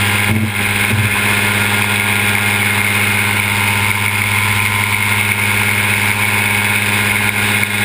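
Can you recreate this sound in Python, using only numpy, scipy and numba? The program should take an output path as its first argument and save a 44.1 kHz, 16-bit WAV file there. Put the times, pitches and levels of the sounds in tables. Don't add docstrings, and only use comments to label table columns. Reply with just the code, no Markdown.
import sys
import numpy as np
from scipy import signal
from scipy.io import wavfile
from scipy.ndimage import uniform_filter1d
from numba import njit

SR = 44100
rng = np.random.default_rng(int(sys.argv[2]) if len(sys.argv) > 2 else 0)


def rack_gain(trim_db):
    fader = np.asarray(trim_db, float)
    return 10 ** (fader / 20)


def log_audio(samples):
    frames = np.atleast_2d(samples).T
    limited = np.clip(frames, -1, 1)
    pcm = np.round(limited * 32767).astype(np.int16)
    wavfile.write(sys.argv[1], SR, pcm)


N = 345744


@njit
def resonance(x, hz, width):
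    y, band, low = np.empty(len(x)), 0., 0.
    g, k = np.tan(np.pi * hz / SR), width / hz
    for i in range(len(x)):
        v = (band + g * (x[i] - low)) / (1 + g * (g + k))
        band = 2 * v - band
        low = low + 2 * g * v
        y[i] = k * v
    return y


def steep_resonance(x, hz, width):
    return resonance(resonance(x, hz, width), hz, width)


def level(x, db):
    return x * rack_gain(db) / np.sqrt(np.mean(x ** 2))


def curves(table):
    seconds, *columns = np.transpose(table)
    return [np.interp(np.arange(N) / SR, seconds, c) for c in columns]


def ramp(start, length):
    return np.sin(np.clip((np.arange(N) / SR - start) / length, 0, 1) * np.pi / 2) ** 2


def walk(rate):
    k = int(SR / rate)
    steps = np.repeat(rng.standard_normal(N // k + 1), k)
    return 1.5 * uniform_filter1d(uniform_filter1d(steps, k), k)[:N]


def strength(turns, moment, chance, scatter_db):
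    return rack_gain(scatter_db * chance)[np.floor(turns - moment + 1.5).astype(int)]


def facing(hz, cage_db, muffler_db):
    if 860 < hz < 1100:
        return cage_db
    return muffler_db if 1350 < hz < 1800 else 0


# time in seconds, firings per second.
SPEED = [(0.15, 100.97), (0.51, 100.69), (1.02, 101.41), (1.45, 101.83), (1.85, 101.75), (2.65, 101.51),
         (3.45, 100.87), (3.85, 101.1), (4.25, 101.65), (4.65, 101.97), (5.05, 101.86), (5.45, 101.95),
         (5.85, 101.71), (6.25, 101.69), (7.05, 102.12), (7.5, 102.16)]


def rotation():
    turns = -.19 + np.cumsum(curves(SPEED)[0]) / SR
    blades = -.29 + 1.16055 * turns
    return turns, blades


# time in seconds, turn as gain of the hum in dB.
TURN = [(0, .6), (.85, -0.9), (1.2, -2), (1.6, -.5), (3, 0), (3.7, 1), (4.45, 2), (5.2, 1), (5.6, .5),
        (6.5, 0), (7.3, -0.5), (7.84, -.5)]
# time in seconds, swell in dB, length in seconds.
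CAGE_RINGS = [
    (1.205, 3, 0.83),
    (3.703, 5, 0.6),
    (4.594, 5, 0.98),
    (6.55, 4.5, 1),
]


def pose():
    turn_db = curves(TURN)[0]
    swells = [db * ramp(s - length, length) * (1 - ramp(s, length)) for s, db, length in CAGE_RINGS]
    cage_db = -2.8 + sum(swells)
    rattle_db = -0.44 * turn_db
    muffler_db = -0.35 - 3.3 * turn_db
    return turn_db, rattle_db, cage_db, muffler_db


# multiple of the firing rate, level in dB.
FIRING = [(1, 0), (2, -4), (3, -21), (4, -12), (5, -19), (6, -21), (7, -18), (8, -13), (9, -9), (10, -10),
          (11, -22), (12, -20), (13, -16), (14, -13), (15, -13), (16, -8), (17, -12), (18, -18), (19, -14),
          (20, -20), (21, -4), (22, -3), (23, -8), (24, -9), (25, -15), (26, -16), (27, -17), (28, -15),
          (29, -20), (30, -20),
          (32, -15), (33, -19.5), (34, -14.5), (36, -17), (37, -19.5)]
# firing multiple, blade multiple, level in dB rms.
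CHOPPED = [(0, 1, -36), (1, 1, -37.5), (1.5, 1, -42.5), (2, 1, -45.5), (2.5, 1, -43.5), (3, 1, -43.5),
           (0, 3, -46.5), (0, 4, -46), (1, 2, -48.5), (1, 3, -63.5), (2, 2, -56), (3, 3, -51),
           (.5, 1, -57.5), (-1, 1, -75), (0, 7, -40), (0, 12, -34), (0, 14, -37.5), (0, 17, -54),
           (0, 18, -30.5), (0, 21, -39.5), (0, 24, -42.5), (0, 9, -40), (0, 11, -49.5), (0, 15, -42.5),
           (0, 16, -35.5)]


def hum(turns, blades, posture, blows):
    hum_db, _, cage_db, muffler_db = posture
    out, uneven = 0, uniform_filter1d(strength(turns, 0.81, blows, 1.4), 60)
    for k, db in FIRING:
        fading = np.clip((k - 2) / 30, .04, .42)
        paths = np.sqrt(1 - fading ** 2) + fading * .7 * (walk(2) + 1j * walk(2))
        if k > 18:
            late = .4 * k + 0.077 * rng.standard_normal()
        else:
            late = rng.random() * (k > 2)
        if k == 1:
            turned = hum_db
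        else:
            turned = -np.maximum(hum_db, -.4) * 2.8 * (k < 9) * min(k / 3, 1)
        turned = turned + facing(k * SPEED[0][1], cage_db, muffler_db)
        line = rack_gain(-19.5 + db + turned) * (paths * np.exp(2j * np.pi * (k * turns - late))).real
        out = out + line * (uneven if k > 18 else 1)
    for k, m, db in CHOPPED:
        shade_db = hum_db * 1.1 * (2 < k + m < 7)
        start = rng.random() * (k != 0)
        out = out + rack_gain(db + 4.5 - shade_db) * np.cos(2 * np.pi * (k * turns + m * blades + start))
    return out


# centre in Hz, width in Hz, level in dB rms,
# moment of the burst in the firing cycle (0-1), burst depth.
BODY = [(854.5, 45, -38, .2, 0.62), (989, 140, -30, 0.46, 2.3), (1216, 260, -40, 1, 0.9),
        (1522, 137, -29, 0.73, 0.43), (1740, 76, -35, 0.22, 1.2), (1980, 50, -37.5, 0.5, 0.7),
        (2190, 123, -20.5, 0.37, 1.24), (2490, 160, -23.5, 0.74, 0.98), (2870, 520, -31, 0, 0.12),
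        (3036, 69, -39.5, 0.5, 0.81), (3418, 140, -35.5, 0.4, 2.5), (3698, 326, -31, 0.2, 0.79),
        (4025, 100, -45.5, 0, 0.76), (4904, 360, -39, .25, 1.5)]


def rattle(turns, blades, posture, blows):
    _, rattle_db, cage_db, muffler_db = posture
    out = 0
    for hz, width, db, moment, depth in BODY:
        size = strength(turns, moment, blows, 1.7)
        size = size * strength(turns, moment, rng.standard_normal(1000), 1.4)
        size = size ** (.4 if hz < 1300 else 1)
        pulse = np.exp(max(depth, 0) * 1.3 * np.cos(np.pi * (turns - moment)) ** 4)
        burst = 1 + size * (pulse - 1)
        ring = steep_resonance(burst * rng.standard_normal(N), hz * 1., width * 1.97)
        wander_db = 0.69 * walk(2.78) + 0.49 * walk(11)
        out = out + level(ring, db) * rack_gain(rattle_db + 0.21 * facing(hz, cage_db, muffler_db) + wander_db)
    belt_hz = 10.9
    belt = np.cos(2 * np.pi * belt_hz * np.arange(N) / SR + 2.5 * walk(2.6))
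    return out * rack_gain(.8 * np.cos(2 * np.pi * blades) + .9 * belt)


# frequency in Hz, level in dB per Hz.
WIND = [(15, -31), (28, -10), (42, -26), (57, 4.5), (80, -2.5), (150, -8.5), (300, -9), (450, -12),
        (620, 6.5), (780, -23.5), (1200, -11.5), (3000, -5.5), (4500, -7.5), (5900, -40.5)]
# time in seconds, level in dB over the calm.
GUSTS = [
    (.3, 5),
    (.63, 12),
    (0.962, 12),
    (3.54, 3),
    (4.45, 7),
    (5.68, -19),
    (7.13, 5),
]


def wind(hum_db):
    out, gust = 0, walk(1.7)
    hzs, dbs = np.transpose(WIND)
    rise_s, fall_s = .17, 0.5
    buffets = [db * ramp(s - rise_s, rise_s) * (1 - ramp(s, fall_s)) for s, db in GUSTS]
    rumble_db = np.max(buffets, axis=0)
    rumble_db = rumble_db - rumble_db.mean()
    for hz in 14.3 * 2 ** np.arange(0, 9, .4):
        db = np.interp(np.log(hz), np.log(hzs), dbs) + .5 * gust + 0.65 * walk(8.0)
        if hz < 85:
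            db = db + rumble_db * (1 if 42 < hz < 80 else .3)
        else:
            db = db - hum_db * 0.93 * (hz < 800)
        out = out + rack_gain(db) * steep_resonance(rng.standard_normal(N), hz, hz * 0.67)
    return level(out, -28)


# time in seconds, peak level in dB, ringing frequency in Hz.
PINGS = [(0.2433, -1.5, 2150), (0.849, 3, 2200), (1.8208, -2, 2420), (1.9979, -1.5, 2220),
         (2.0173, -3.5, 2260), (2.1266, -1.5, 2270), (2.3521, -1.5, 2250), (2.815, -4, 2260),
         (3.3982, 0.5, 2270), (3.903, -3, 2260), (3.9134, 4.5, 2220), (4.0612, 0.5, 2200),
         (4.0806, 0.5, 2200), (4.2178, 5, 2190), (4.6014, 2, 2370), (4.8374, 0.5, 2160),
         (4.9447, 3.5, 2220), (5.151, -0.5, 2210), (5.3178, 6, 2230), (5.6915, -1.5, 2170),
         (6.114, 1.5, 2190), (6.4777, -4.5, 2210), (6.7341, -4, 2260), (7.2913, 4, 2210),
         (7.634, 5.5, 2240)]


def pings():
    out, t = np.zeros(N), np.arange(-300, 400) / SR
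    swell_s, die_s = .0017, .0018
    shape = np.exp(-(t / np.where(t < 0, swell_s, die_s)) ** 2)
    for s, db, hz in PINGS:
        at = int((s + 0.001868) * SR)
        out[at - 300:at + 400] += rack_gain(db - 4.0) * shape * np.sin(2 * np.pi * hz * t)
    return out


LIFT_S = .1
# start in seconds, hold in seconds, shake in dB,
# blade lag in cycles, bounce.
TOUCHES = [
    (.287, 0.0077, -12, .27, 2.9),
    (0.303, 0.13, -7.5, 0.25, 1.25),
    (0.595, 0.015, -26, 0.37, 2.8),
    (.893, 0.018, -19.5, .1, 5.7),
    (.922, 0.1, -12.5, 0.12, 0.56),
]


def touch(turns, blades):
    out, loose = 0, rack_gain(3 * walk(110))
    grit = resonance(rng.standard_normal(N), 220.0, 290.0)
    press_s, sag_db_per_s = 0.012, 18
    for s, hold, shake_db, lag, bounce in TOUCHES:
        lift = 1 - ramp(s + hold, min(LIFT_S, 1.5 * hold))
        sag = rack_gain(-sag_db_per_s * np.clip(np.arange(N) / SR - s, 0, hold))
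        grip = ramp(s, press_s) * lift * sag
        bounce = bounce * np.sqrt(lift)
        crank, blade = 2 * np.pi * turns, 2 * np.pi * (blades + lag)
        shake = np.cos(crank) + 0.75 * np.cos(blade)
        double = .85 * np.cos(crank + blade + 1.3)
        double = double - .08 * np.cos(2 * crank + 1.3) - .08 * np.cos(2 * blade + 1.3)
        double = double - 0.16 * np.cos(2 * crank + blade) - 0.077 * np.cos(crank + 2 * blade)
        both = shake + np.clip(bounce, 0, 2) * double
        clack = resonance(np.maximum(both - .9, 0) ** 2 * loose, 370.0, 700.)
        scrape = 1.4 * bounce * grit
        out = out + rack_gain(shake_db - 3.5) * grip * (both + .55 * clack + scrape)
    return out


def air_dip():
    dip_s, recover_s = .045, 0.26
    dips = [ramp(s, dip_s) * (1 - ramp(s + hold + LIFT_S, recover_s)) for s, hold, *_ in TOUCHES]
    return rack_gain(-5.5 * np.max(dips, axis=0))


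def scene():
    turns, blades = rotation()
    posture = pose()
    blows = np.clip(rng.standard_normal(1000), -3, 1.5)
    engine = hum(turns, blades, posture, blows) + rattle(turns, blades, posture, blows) + pings()
    through_air = air_dip() * (engine + wind(posture[0]))
    return (through_air + touch(turns, blades))[None]


@njit
def duck(x, top, fall, rise, lag):
    y, gain = np.zeros(len(x)), .85
    for i in range(len(x)):
        y[i] = x[i] * gain
        gain = gain * fall if abs(y[i - lag]) > top else min(gain * rise, 1.)
    return y


def hold_samples(x):
    rate, hold = 12000, 4
    coarse = signal.resample_poly(x, rate // 300, SR // 300)
    return signal.resample_poly(np.repeat(coarse, hold), SR // 300, hold * rate // 300)[:N]


def band_limit(x):
    return signal.sosfilt(signal.butter(12, 16200, fs=SR, output="sos"), x)


def record(dry):
    loud = duck(dry[0] * rack_gain(3.5), 0.57, rack_gain(-.13), rack_gain(45 / SR), SR // 2000)
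    loud = loud / (1 + (np.abs(loud) / .9) ** 6) ** (1 / 6)
    treble_cut = signal.ellip(8, .1, 45, 15450, fs=SR, output="sos")
    mix = signal.sosfiltfilt(treble_cut, hold_samples(loud))
    return band_limit(mix[None])


dry = scene()
out = record(dry)
log_audio(out)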